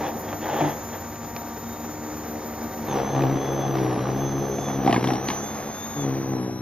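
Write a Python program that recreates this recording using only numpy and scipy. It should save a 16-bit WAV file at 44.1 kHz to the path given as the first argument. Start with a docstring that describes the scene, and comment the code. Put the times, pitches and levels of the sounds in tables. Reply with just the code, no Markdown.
"""Cordless snowblower on a driveway

A snowblower is pushed across a driveway, some way off, drifting from right to left.
Its electric motor whines (sine tones) and drives a paddle auger by a belt. The housing scrapes the concrete
(filtered clicks) and the auger spins free, then bites into snow: the motor sags, every paddle slaps and
crunches (filtered pulses and grains), and lumps of ice knock in the plastic housing (short dying tones).
Around it are rushing air (filtered noise), echoes from the yard and a distant rumble."""
import sys
import numpy as np
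from scipy import signal
from scipy.fft import rfft, irfft, next_fast_len
from scipy.io import wavfile
from scipy.ndimage import uniform_filter1d, map_coordinates

SR = 44100
rng = np.random.default_rng(int(sys.argv[2]) if len(sys.argv) > 2 else 0)


def to_wav(sig):
    """Store sig (one row per channel, or 1-D mono) as 16-bit WAV at the path in sys.argv[1].

    Samples outside -1..1 are clipped; the rate is SR.
    """
    pcm = np.clip(np.atleast_2d(sig), -1, 1) * 32767
    pcm = np.round(pcm).astype(np.int16)
    wavfile.write(sys.argv[1], SR, pcm.T)  # frames by channels


N = 291501
T = np.arange(N) / SR  # time of every sample, in seconds

# Colour of the distant rumble: (pitch [Hz], relative level [dB])
TOWN_COLOUR = [(15, -33), (35, -17), (65, 4.5), (100, -1), (170, 2.5), (400, -8.5), (2000, -27),
               (15000, -99)]
# Colour of the echoes in the yard: (pitch [Hz], relative level [dB])
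YARD_COLOUR = [(50, -24), (200, -18), (380, -14), (700, -10.5), (1300, -7.5), (2500, -69), (6000, 6.5),
               (14000, -7)]

# Steady rush of the auger and the cooling air: (pitch [Hz], relative level [dB])
RUSH_COLOUR = [(100, -12), (180, 0), (500, 1.5), (650, -2), (800, 2), (1000, -4.5), (1200, -3.5),
               (1400, -7), (1800, -9), (2250, -11.5), (2600, -17), (3000, -20.5), (3900, -18.5),
               (4600, -20), (5200, -17), (6500, -19), (7400, -58), (8800, -31.5), (12000, -32.5),
               (14500, -36.5)]
# How loud the rush is: (time [s], body level [dB], treble level [dB])
RUSH_LEVEL = [(0, -31.5, -38), (.2, -35.5, -38.5), (.8, -36, -37.5), (1.3, -40.5, -39.5),
              (2.7, -37.5, -37.5), (3.2, -31, -39.5), (5.0, -36, -39.5), (5.6, -36.5, -35),
              (5.8, -38, -36.5), (6.2, -41, -38), (6.6, -45, -44)]
# Fine hiss from the motor vents: (pitch [Hz], relative level [dB])
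VENT_COLOUR = [(6500, -40), (7800, -20), (8700, -6), (10800, -4), (12000, 0), (13000, -3), (14200, -20)]
# Air beaten by the paddles: (multiple of the paddle rate [count], relative level [dB])
PADDLE_AIR = [(1, -11.5), (2, -9), (3, 0.5), (4, 1), (5, -6.5), (6, -9), (7, -6.5), (8, -12), (9, -44),
              (10, -7.5), (11, -26), (12, -53)]
# How loud the beaten air is: (time [s], level [dB])
PADDLE_AIR_LEVEL = [(0, -36), (1.1, -43.5), (2.1, -36), (3.2, -35), (4.7, -31), (5.4, -35), (6.1, -54)]

# Colour of the scrape over concrete: (pitch [Hz], relative level [dB])
SCRAPE_COLOUR = [(60, -34), (110, -13), (150, 6), (210, -13), (320, 8), (430, 6.5), (830, 7), (1050, -3.5),
                 (1400, -9.5), (1850, -6.5), (2500, -25), (2950, -33), (3400, -24), (4300, -25),
                 (6500, -23), (8000, -105), (14000, -63)]
# Ringing of the scraper blade: (pitch [Hz], width [Hz], relative level [dB])
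BLADE_MODES = [(830, 78, 3), (1750, 83, -9), (2720, 140, -19), (3300, 160, -9)]
# The housing dragged over concrete: (start [s], length [s], level [dB], swell [dB per s])
DRAGS = [(0.0, 0.084, -32, 50), (.255, 0.07, -36, 7), (.41, 0.19, -31, 31.5), (.605, 0.11, -28.5, -18),
         (.925, 0.021, -33, -2)]
DRAG_ATTACK_S, DRAG_RELEASE_S = .02, .025
# The paddles catch the pavement: (start [s], length [s], level [dB], swell [dB per s])
PAVEMENT_CATCHES = [(.622, 0.05, -22.5, -10)]

# Crusts of ice ground up: (start [s], length [s], level [dB], swell [dB per s])
CRUSTS = [(2.93, .08, -48, 40), (3.74, .1, -50, 0), (4.86, .11, -44, 20), (5.03, .12, -44.5, -20),
          (5.275, .06, -41.5, 0)]
CRUST_ATTACK_S, CRUST_RELEASE_S = .01, .025
# The bright snap of breaking ice: (pitch [Hz], relative level [dB])
SNAP_COLOUR = [(500, -29), (1800, 3), (3500, 0.5), (6000, -6.5), (7800, -25), (9500, -15), (12500, -13),
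               (15000, -17)]
# Lumps of ice striking the housing: (time [s], ring level [dB], pitch of the spot struck [Hz],
# crack level [dB], top of the crack [Hz], dull thump level [dB])
ICE_KNOCKS = [(0.316, -38, 800, -44, 6000, -40), (0.329, -20, 800, -54, 2000, -42),
              (0.608, -14, 685, -39, 2500, -19), (0.62, -20, 700, -40, 3000, -22),
              (0.645, -25, 690, -40, 3000, -20), (0.676, -17.5, 800, -49, 5000, -32),
              (1.158, -43, 900, -33, 5000, -44), (1.364, -30, 895, -25, 9000, -47),
              (2.956, -26, 740, -37, 3000, -26), (2.972, -21, 600, -33, 3000, -28),
              (3, -21.5, 910, -43, 2500, -36), (3.18, -32, 800, -38, 4000, -35),
              (3.22, -29, 800, -23, 5000, -17), (3.358, -27, 820, -47, 2500, -14),
              (3.754, -23, 830, -28, 4000, -22), (3.771, -29, 800, -31, 5000, -30),
              (3.785, -28, 900, -26, 5000, -30), (3.833, -28, 800, -35, 5000, -32),
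              (3.974, -37, 1020, -43, 3000, -13), (4.088, -18, 694, -43, 3000, -15.5),
              (4.585, -23, 755, -51, 3000, -19), (4.846, -32, 760, -33, 4000, -13),
              (4.861, -32, 800, -24, 3000, -8.5), (4.876, -7, 830, -20, 3000, -12),
              (4.894, -11, 680, -27, 2500, -7), (4.91, -16, 770, -25, 4000, -19),
              (4.927, -13.5, 634, -10, 3000, -9), (4.943, -13, 880, -19, 3500, -32),
              (4.962, -14.5, 1260, -25, 2500, -13), (4.977, -30, 760, -37, 3000, -11),
              (5.028, -30, 760, -25, 4000, -16), (5.042, -16.5, 1130, -20.5, 11000, -20),
              (5.073, -24, 640, -18, 6000, -15), (5.086, -23, 800, -22, 4000, -18),
              (5.105, -13.5, 710, -26, 3000, -24), (5.119, -30, 760, -45, 3000, -15),
              (5.135, -23, 660, -24, 12000, -23), (5.155, -22, 800, -25, 3500, -22),
              (5.286, -22, 760, -15, 5000, -16.5), (5.302, -17.5, 1130, -18, 5000, -30)]
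# Panels of the plastic housing: (pitch [Hz], width [Hz], relative level [dB])
HOUSING_MODES = [(255, 110, -15), (470, 85, -4), (690, 68, 6), (800, 72, 5), (993, 90, 3), (1130, 51, -2),
                 (1660, 81, -1), (2170, 54, 5), (2400, 170, 10)]
SPOT_DB_PER_OCTAVE = 18.5  # a blow favours the panels near the pitch of its spot

# One paddle slap in the housing: (pitch [Hz], relative level [dB])
SLAP_COLOUR = [(40, -42), (68, -48), (128, 12.5), (200, -14), (268, 8.5), (335, 2.5), (400, -10),
               (470, -15.5), (540, -2.5), (610, -24), (760, -16), (950, -36), (1150, -43), (2000, -29)]
# Colour of snow being crushed: (pitch [Hz], relative level [dB])
CRUNCH_COLOUR = [(90, -29), (170, -2.5), (300, -0.5), (520, 6.5), (620, 0), (760, 9.5), (1000, -4.5),
                 (1170, 1), (1350, -10.5), (1650, -7.5), (2250, -14.5), (2900, -16), (3500, -17),
                 (6000, -35), (7800, -40), (11000, -61), (15000, -47)]
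# The snow met by the paddles, from packed and icy to soft:
# (time [s], slap level [dB], crunch level [dB], thud level of clumps [dB])
SNOW_LEVELS = [(2.88, -7, -2, -17), (3.05, -4, 0.5, -32), (3.25, 2.5, -1, -12), (3.45, -1.5, -3.5, -11),
               (3.62, -0.5, -2, -35), (3.8, -3.5, -4, -8), (4.05, -3.5, -4, -36), (4.2, -2, -3, -21),
               (4.45, -4.5, -6.5, -21), (4.62, -6.5, -4.5, -21), (4.8, -11, -5.5, -4), (4.9, -4.5, 0, -22),
               (5.12, -3.5, -3, -11), (5.4, -16.5, -6, -18), (5.7, -9, -3.5, -10), (5.92, -5, -4.5, -15),
               (6.07, -3, -7.5, -10), (6.2, -6.5, -11.5, -7.5), (6.38, -3, -11.5, -10.5),
               (6.6, -7.5, -16.5, -18)]
# Hollow note of the chute, which shifts as snow fills and leaves it: (time [s], pitch [Hz], level [dB])
CHUTE_NOTE = [(2.85, 480, -65), (2.98, 458, -25.5), (3.08, 470, -37), (3.25, 470, -33), (3.42, 415, -33),
              (3.62, 520, -35.5), (3.8, 436, -36.5), (4.05, 487, -37), (4.3, 420, -34), (4.55, 415, -29.5),
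              (4.7, 434, -60.5), (5.15, 460, -40), (5.6, 437, -58), (6.1, 432, -36.5), (6.6, 425, -47.5)]
# Load is the share of free speed lost: where the paddles start to bite, and in a full swath
RUBBING, FULL_LOAD = 0.048, 0.13
# Levels at full load, before the snow's own levels are added; amplitude grows as effort ** law
SLAP_DB, SLAP_LAW, CRUNCH_DB, CRUNCH_LAW = -25.5, 0.48, -28.5, 0.38
SURGE_DB = 2.5  # clumps arrive in surges
HEAVE_HZ, HEAVE_S = 290, .0016  # rounded push of a clump: pitch, and spread of its bell-shaped outline
THUMP_DELAY_S, THUD_DELAY_S = .004, .0013  # the push follows a lump's crack, or a paddle's edge

# Motor speed, heard as the pitch of its whine: (time [s], whine pitch [Hz])
WHINE_PITCH = [(0.0, 6780), (0.29, 6741), (0.59, 6767), (0.64, 6602), (0.86, 6756), (1.25, 6777),
               (2.8, 6779), (2.87, 6657), (2.96, 6026), (3.0, 6005), (3.13, 6268), (3.24, 5991),
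               (3.42, 6150), (3.68, 6147), (3.96, 5578), (4.2, 6199), (4.47, 6129), (4.62, 6296),
               (4.84, 6012), (4.93, 5484), (4.99, 5559), (5.03, 5888), (5.13, 5751), (5.28, 6169),
               (5.32, 6099), (5.52, 6417), (5.71, 6385), (5.89, 6553), (5.96, 6527), (6.09, 6019),
               (6.31, 6004), (6.42, 5633), (6.61, 5773)]
FREE_HZ = 233.8  # shaft turns per second with no load
BELT_RATIO, BELT_SLIP = 12 / 37, .11  # paddle passes per shaft turn; share lost per unit of sag
INERTIA_S = 0.06  # the speed lags the load by this long
WHINE_ORDER, RING_ORDER, UPPER_ORDER = 29, 16, 20  # cycles per shaft turn: whine, lower and upper note
# Low motor hum: (multiple of the shaft rate [count], level running free [dB], change [dB per unit of sag])
MOTOR_HUM = [(1, -44, 17), (3, -49.5, -45), (4, -46.5, -130), (5, -54.5, 15), (8, -62, -10)]
# Resonance of the motor's lower note: (pitch [Hz], level [dB])
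LOWER_NOTE = [(3100, -75), (3320, -66), (3385, -51), (3480, -48), (3600, -48), (3680, -70), (3750, -63)]
# Extra level of the lower note: (time [s], level [dB])
LOWER_NOTE_LEVEL = [(0, -9), (1.4, -2.5), (1.7, 7), (2.05, -6), (2.9, -5), (3.15, -4), (3.3, -2), (3.44, 4),
                    (3.56, -1), (3.67, 2), (4.25, -4), (4.45, -13), (4.6, -3), (4.71, 3), (4.85, -4),
                    (5.35, -12), (5.46, -2.5), (5.6, -13), (5.73, -2), (5.95, -1), (6.05, -3)]
# Resonance of a fainter, higher motor note: (pitch [Hz], level [dB])
UPPER_NOTE = [(3800, -67), (4020, -57.5), (4130, -68), (4300, -66), (4500, -78)]
# The whine swells as it slides into a resonance of the motor casing: (pitch [Hz], level [dB])
CASING_RESONANCE = [(5500, -57), (5750, -44), (6000, -42.5), (6180, -36), (6500, -38.5), (6650, -45.5),
                    (6790, -47.5)]
# The machine turns as it is pushed: (time [s], whine level [dB], left above right [dB])
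AIM = [(0, -4.5, -1), (.65, 0.5, 2.5), (1.35, -4, 7), (2.0, -0.5, 3), (2.75, -4.5, 3.5), (3.25, -8, -2),
       (3.65, -3.5, 1), (4.05, -8.5, -3), (4.3, -5.5, -6.5), (4.75, -5, -7.5), (5.0, -4, 2), (5.35, 1, -3),
       (5.67, -10, -6.5), (5.85, 1, 4), (6.2, -4, 3), (6.6, -5, 4)]
OCTAVE_DB, OCTAVE_SAG_DB = -49, -59  # octave of the whine: running free, and dB per unit of sag
OCTAVE_LEAD = 0.094  # turns by which the octave reaches the left microphone sooner

# Crossing from right to left changes which microphone hears it first: (time [s], left lag [samples])
LEFT_LAG = [(0, 1.5), (2.5, 1.9), (3.2, 0.57), (4.2, 0.5), (4.9, -1.77), (6.6, -3)]
# The microphones' top end: (pitch [Hz], level [dB])
MIC_TOP = [(13600, 0), (14300, -3), (15500, -14)]
EDGE_HZ = 15600  # nothing much is heard above this


def amp(db):
    """Turns decibels into gain."""
    return 10 ** (np.asarray(db) / 20)


def unit(x):
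    """Scales a sound to an average (rms) strength of 1."""
    return x / np.sqrt(np.mean(x ** 2) + 1e-20)


def curves(rows):
    """Joins the rows of a time table by straight lines, one curve per column."""
    s, *columns = np.transpose(rows)
    return [np.interp(T, s, column) for column in columns]


def at_pitch(points, hz):
    """Reads the level in dB of a resonance curve at a moving pitch."""
    return np.interp(hz, *np.transpose(sorted(points)))


def colour(x, points):
    """Filters a sound to a spectrum of (Hz, dB) points, with no sound ahead of its cause."""
    f, db = np.transpose(points)
    hz = abs(np.fft.fftfreq(4096, 1 / SR))
    log_gain = np.log(amp(np.interp(np.log(hz + 1), np.log(f + 1), db)))
    # this phase packs the filter's energy as early as possible
    taps = np.fft.ifft(np.exp(np.conj(signal.hilbert(log_gain)))).real
    return signal.oaconvolve(x, taps[:len(taps) // 2])[:N]


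def drift(rate_hz):
    """Smooth random wander of rms 1, quicker for a higher rate."""
    size = next_fast_len(N, True)
    hz = np.fft.rfftfreq(size, 1 / SR)
    spectrum = rfft(rng.standard_normal(size)) / (1 + (hz / rate_hz) ** 2)
    return unit(irfft(spectrum, size)[:N])


def tone(turns):
    """A sine of rms 1 that starts at a random point of its cycle."""
    return np.sqrt(2) * np.sin(2 * np.pi * (turns + rng.random()))


def grains(per_s, spread_db):
    """Random clicks of uneven size, about per_s of them each second."""
    size = amp(spread_db * np.minimum(rng.exponential(1, N), 4))
    lands = rng.random(N) < per_s / SR
    return unit(size * rng.standard_normal(N) * lands)


def ring(modes):
    """One dying tone for each mode (Hz, width, dB); a wider mode dies sooner."""
    t = np.arange(SR // 20) / SR
    return np.array([amp(db) * np.exp(-np.pi * width * t) * np.cos(2 * np.pi * hz * t)
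                     for hz, width, db in modes])


def rattle(modes, gate, per_s, spread_db):
    """Coarse grains land here and there, each ringing one mode."""
    pings = sum(signal.oaconvolve(gate * grains(per_s, spread_db), mode)[:N] for mode in ring(modes))
    return unit(colour(pings, [(60, -20), (300, 0), (3400, 0), (5000, -14), (8000, -35)]))


def spells(rows, attack_s, release_s):
    """Gain of short spells: a quick rise, a hold that swells or sinks, a dying tail."""
    gain = 0
    for s, length, db, swell in rows:
        rise = np.clip((T - s) / attack_s + .5, 0, 1)
        hold = amp(db + swell * np.clip(T - s, 0, length))
        gain = gain + rise * hold * np.exp(-np.maximum(T - s - length, 0) / release_s)
    return gain


def heave(pushes, delay_s):
    """Each push shoves the air in the housing: one rounded swing down and up."""
    t = np.arange(-(SR // 50), SR // 50 + 1) / SR - delay_s
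    swing = np.sin(2 * np.pi * HEAVE_HZ * t) * np.exp(-.5 * (t / HEAVE_S) ** 2)
    return signal.oaconvolve(pushes, swing, "same")


def town(rumble_db=-46, drone_db=-48, drone_hz=100):
    """Distant rumble of filtered noise, with a wavering low drone."""
    rumble = unit(colour(rng.standard_normal(N), TOWN_COLOUR))
    drone = tone(drone_hz * T + 0.23 * drift(1.5))
    return amp(rumble_db) * rumble + amp(drone_db + 2 * drift(0.8)) * drone


def yard(x, t60=0.18):
    """Scattered reflections from the house and snow banks, falling by 60 dB in t60 seconds."""
    t = np.arange(SR // 3) / SR
    lands = rng.random(len(t)) < 2000 / SR
    taps = rng.standard_normal(len(t)) * lands * amp(-60 * t / t60) * (t > .003)
    return colour(signal.oaconvolve(x, taps / np.linalg.norm(taps))[:N], YARD_COLOUR)


def rush(passes, throb=0.12, hiss_db=-66, split_hz=1000):
    """Air churned in the housing, throbbing with the paddles, and the hiss of the motor vents."""
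    throbbing = 1 + throb * np.cos(2 * np.pi * passes)
    air = unit(colour(rng.standard_normal(N) * throbbing * amp(1.16 * drift(35)), RUSH_COLOUR))
    body = signal.sosfiltfilt(signal.butter(2, split_hz, fs=SR, output="sos"), air)
    treble = air - body
    body_db, treble_db = curves(RUSH_LEVEL)
    hiss = amp(hiss_db) * unit(colour(rng.standard_normal(N), VENT_COLOUR))
    return amp(body_db) * body + amp(treble_db) * treble + hiss


def paddle_air(passes):
    """The hum of the paddles beating air, at multiples of their passing rate."""
    hum = sum(amp(db + 2.2 * drift(6)) * tone(round(k) * passes + 0.06 * drift(2)) for k, db in PADDLE_AIR)
    return amp(curves(PADDLE_AIR_LEVEL)[0]) * unit(hum)


def scrape(chatter_db=-0.2, blade_db=-6, crackle_db=-13):
    """The scraper edge chatters over rough concrete; coarse grit crackles under it and rings its blade."""
    grit = unit(colour(grains(4000, 0.48) * amp(chatter_db * drift(120)), SCRAPE_COLOUR))
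    blade = rattle(BLADE_MODES, 1, per_s=600, spread_db=-2.0)
    crackle_colour = [(400, -24), (1100, 0), (2000, 0), (3600, -7), (5000, -20), (8000, -40)]
    crackle = unit(colour(grains(1400, .5), crackle_colour))
    mix = unit(grit + amp(blade_db) * blade + amp(crackle_db) * crackle)
    return spells(DRAGS, DRAG_ATTACK_S, DRAG_RELEASE_S) * mix


def crusts():
    """Icy crust crackles in fine, uneven grains."""
    crackle = unit(colour(grains(9000, 0.53), SNAP_COLOUR))
    return spells(CRUSTS, CRUST_ATTACK_S, CRUST_RELEASE_S) * crackle


def knocks(shatter_s=0.0039, tumble_s=0.00041, uneven_db=5.5):
    """Each lump cracks on a paddle, rebounds and thumps into the chute; the panels near the spot ring briefly."""
    t = np.arange(SR // 20) / SR
    body, crack, push = np.zeros((3, N + len(t)))
    panels, panel_hz = ring(HOUSING_MODES), np.transpose(HOUSING_MODES)[0]
    for s, ring_db, spot_hz, crack_db, top_hz, thump_db in ICE_KNOCKS:
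        shards = rng.standard_normal(len(t))
        # a first blow and a weaker rebound
        rebound_at = round(rng.uniform(.0035, .006) * SR)
        blows = (t == 0) + .6 * (np.arange(len(t)) == rebound_at)
        striking = blows + 0.073 * shards * np.exp(-t / tumble_s)
        # how much each panel rings, with a random sign
        octaves_away = abs(np.log2(panel_hz / spot_hz))
        share = amp(uneven_db * rng.standard_normal(len(panels)) - SPOT_DB_PER_OCTAVE * octaves_away)
        share *= rng.choice([-1, 1], len(panels)) / np.linalg.norm(share * panels[:, 0])
        at = slice(round(s * SR), round(s * SR) + len(t))
        body[at] += amp(ring_db) * signal.fftconvolve(striking, share @ panels)[:len(t)]
        dulling = signal.butter(1, min(top_hz, SR / 3), fs=SR)
        crack[at] += amp(crack_db) * signal.lfilter(*dulling, shards * np.exp(-t / shatter_s))
        push[at.start] += amp(thump_db)
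    clack = colour(body[:N], [(60, -13), (200, 0), (2400, 0), (4000, -8), (8000, -32)])
    return clack + colour(crack[:N], SNAP_COLOUR) + heave(push[:N], THUMP_DELAY_S)


def rebound(x, share=.45, flight_s=.006, spread_s=.0011):
    """Thrown snow lands on the chute wall after a changing flight, so the growl's harmonics swell and break up."""
    late = np.arange(N) - SR * (flight_s + spread_s * drift(3.5))
    return unit(x + share * np.interp(late, np.arange(N), x))


def resonate(x, hz, width_hz):
    """A resonance that follows a moving pitch, with steep skirts."""
    turn, r = np.exp(2j * np.pi * np.cumsum(hz) / SR), np.exp(-np.pi * width_hz / SR)
    # shift the moving pitch down to zero, smooth, then shift it back up
    smooth = signal.lfilter([(1 - r) ** 2], [1, -2 * r, r * r], x / turn + 1e-18)
    return (turn * smooth).real


def chute(strokes, width_hz=150):
    """Each load flung up the chute sounds its hollow note, which wavers with the snow inside."""
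    pitch_hz, level_db = curves(CHUTE_NOTE)
    wavering_hz = pitch_hz * (1 + .06 * drift(7))
    return amp(level_db) * rebound(resonate(strokes, wavering_hz, width_hz))


def snow(passes, sag, uneven_db=3.5, stagger=.012, wander=0.024, rattle_db=-10):
    """Each paddle slaps, heaves and crushes a load of snow, louder the harder the motor works."""
    # undo the inertia to find the load from the sagging speed
    load = uniform_filter1d(sag + INERTIA_S * SR * np.gradient(sag), size=2000)
    effort = np.maximum((load - RUBBING) / (FULL_LOAD - RUBBING), 1e-6)
    slap_db, crunch_db, thud_db = curves(SNOW_LEVELS)
    slap_gain = amp(SLAP_DB + slap_db) * effort ** SLAP_LAW
    slap_gain = slap_gain + spells(PAVEMENT_CATCHES, DRAG_ATTACK_S, DRAG_RELEASE_S)
    crunch_gain = amp(CRUNCH_DB + crunch_db) * effort ** CRUNCH_LAW

    # coarse snow makes the strokes uneven in time and size; soft snow leaves a regular buzz
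    coarse = np.clip(1.3 * crunch_gain / slap_gain, .3, 1.1)
    bite = np.maximum.accumulate(passes + coarse * (stagger * drift(31) + wander * drift(3.76)))
    # one hit whenever the count of passes reaches a whole number
    hits = np.diff(np.floor(bite), prepend=np.floor(bite[0]))
    strokes = hits * amp(uneven_db * coarse * np.tanh(drift(80)))

    slaps = -rebound(colour(strokes, SLAP_COLOUR + [(6000, -85)]))
    thud_gain = amp(SLAP_DB + thud_db + SURGE_DB * np.tanh(drift(8.8))) * effort ** SLAP_LAW
    thuds = thud_gain * unit(heave(strokes, THUD_DELAY_S))
    hollow = effort ** SLAP_LAW * chute(strokes)
    # the grains are densest in strength just after each hit
    gate = .35 + np.exp(-(bite % 1) / .3)
    crunch = unit(colour(gate * amp(0.7 * drift(28)) * grains(7000, 0.4), CRUNCH_COLOUR))
    chips = rattle(HOUSING_MODES[2:6], gate, per_s=160, spread_db=1)
    return slap_gain * slaps + thuds + hollow + crunch_gain * (crunch + amp(rattle_db) * chips)


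def motor(turns, shaft_hz, sag, fading_db=2.5):
    """Low hum at shaft multiples, and two notes that come and go as the speed carries them through resonances."""
    hum = sum(amp(db + sag_db * sag + 2 * drift(2.5)) * tone(round(k) * turns + 0.015 * drift(10))
              for k, db, sag_db in MOTOR_HUM)
    flutter = amp(2 * drift(15))
    shudder = 0.076 * drift(40)  # in cycles
    lower_db = at_pitch(LOWER_NOTE, RING_ORDER * shaft_hz) + curves(LOWER_NOTE_LEVEL)[0]
    lower_db = lower_db + fading_db * np.tanh(drift(6.5))
    lower = amp(lower_db) * tone(RING_ORDER * turns + shudder)
    upper_db = at_pitch(UPPER_NOTE, UPPER_ORDER * shaft_hz)
    upper = amp(upper_db) * tone(UPPER_ORDER * turns + shudder)
    return hum + flutter * (lower + upper)


def whine(turns, shaft_hz, sag, free_jitter=.012, load_jitter=0.14, flutter_db=1.2, fading_db=.8):
    """A high line and its octave; the shaft shudders ever more as it is dragged down, which blurs them."""
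    aim_db, pan_db = curves(AIM)
    jitter = free_jitter + load_jitter * (sag / sag.max()) ** 2
    cycle = WHINE_ORDER * turns + jitter * drift(51) + 0.13 * drift(11.0)
    level_db = at_pitch(CASING_RESONANCE, WHINE_ORDER * shaft_hz) + aim_db + fading_db * drift(13.0)
    line = amp(level_db + flutter_db * drift(73)) * tone(cycle)
    octave_db = OCTAVE_DB + OCTAVE_SAG_DB * sag + 2.85 * drift(21)
    octave = amp(octave_db) * tone(2 * cycle + np.array([[OCTAVE_LEAD], [0]]))
    return line * amp(np.array([pan_db, -pan_db]) / 2) + octave


def scene():
    """One shaft speed drives the motor and paddles; the belt slips as the load drags the motor down."""
    shaft_hz = curves(WHINE_PITCH)[0] / WHINE_ORDER
    sag = 1 - shaft_hz / FREE_HZ
    turns = np.cumsum(shaft_hz) / SR
    passes = np.cumsum(shaft_hz * BELT_RATIO * (1 - BELT_SLIP * sag)) / SR
    distant = town()
    air = rush(passes) + paddle_air(passes)
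    ground_and_ice = scrape() + crusts() + knocks()
    machine = air + ground_and_ice + snow(passes, sag) + motor(turns, shaft_hz, sag)
    # all but the whine reaches the left a little louder than the right
    direct = machine * amp([[.6], [-.6]])
    direct = direct + whine(turns, shaft_hz, sag)

    # above 7600 Hz the sound has no lag between the sides
    top = irfft(rfft(direct) * (np.fft.rfftfreq(N, 1 / SR) > 7600), N)
    lag = curves(LEFT_LAG)[0]
    lagged = [map_coordinates(x, [np.arange(N) + side * lag / 2], order=5, mode="nearest")
              for x, side in zip(direct - top, (-1, 1))]
    pair = top + np.array(lagged)
    echo = yard(machine + distant)
    return pair + distant * amp([[.8], [-.8]]) + np.array([echo, -echo])


def record(dry):
    """The stereo image narrows and the microphones fade in the treble; then a steep cut ends the band."""
    hz = np.fft.rfftfreq(N, 1 / SR)
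    left, right = rfft(dry) * amp(np.interp(hz, *np.transpose(MIC_TOP)))
    mid = (left + right) / 2
    side = (left - right) / 2 * amp(np.interp(hz, [7500, 11000], [0, -3]))
    edge = signal.firwin(511, EDGE_HZ, window=("kaiser", 9), fs=SR)
    return signal.oaconvolve(irfft(np.array([mid + side, mid - side]), N), edge[None], "same")


dry = scene()
out = record(dry)
to_wav(out)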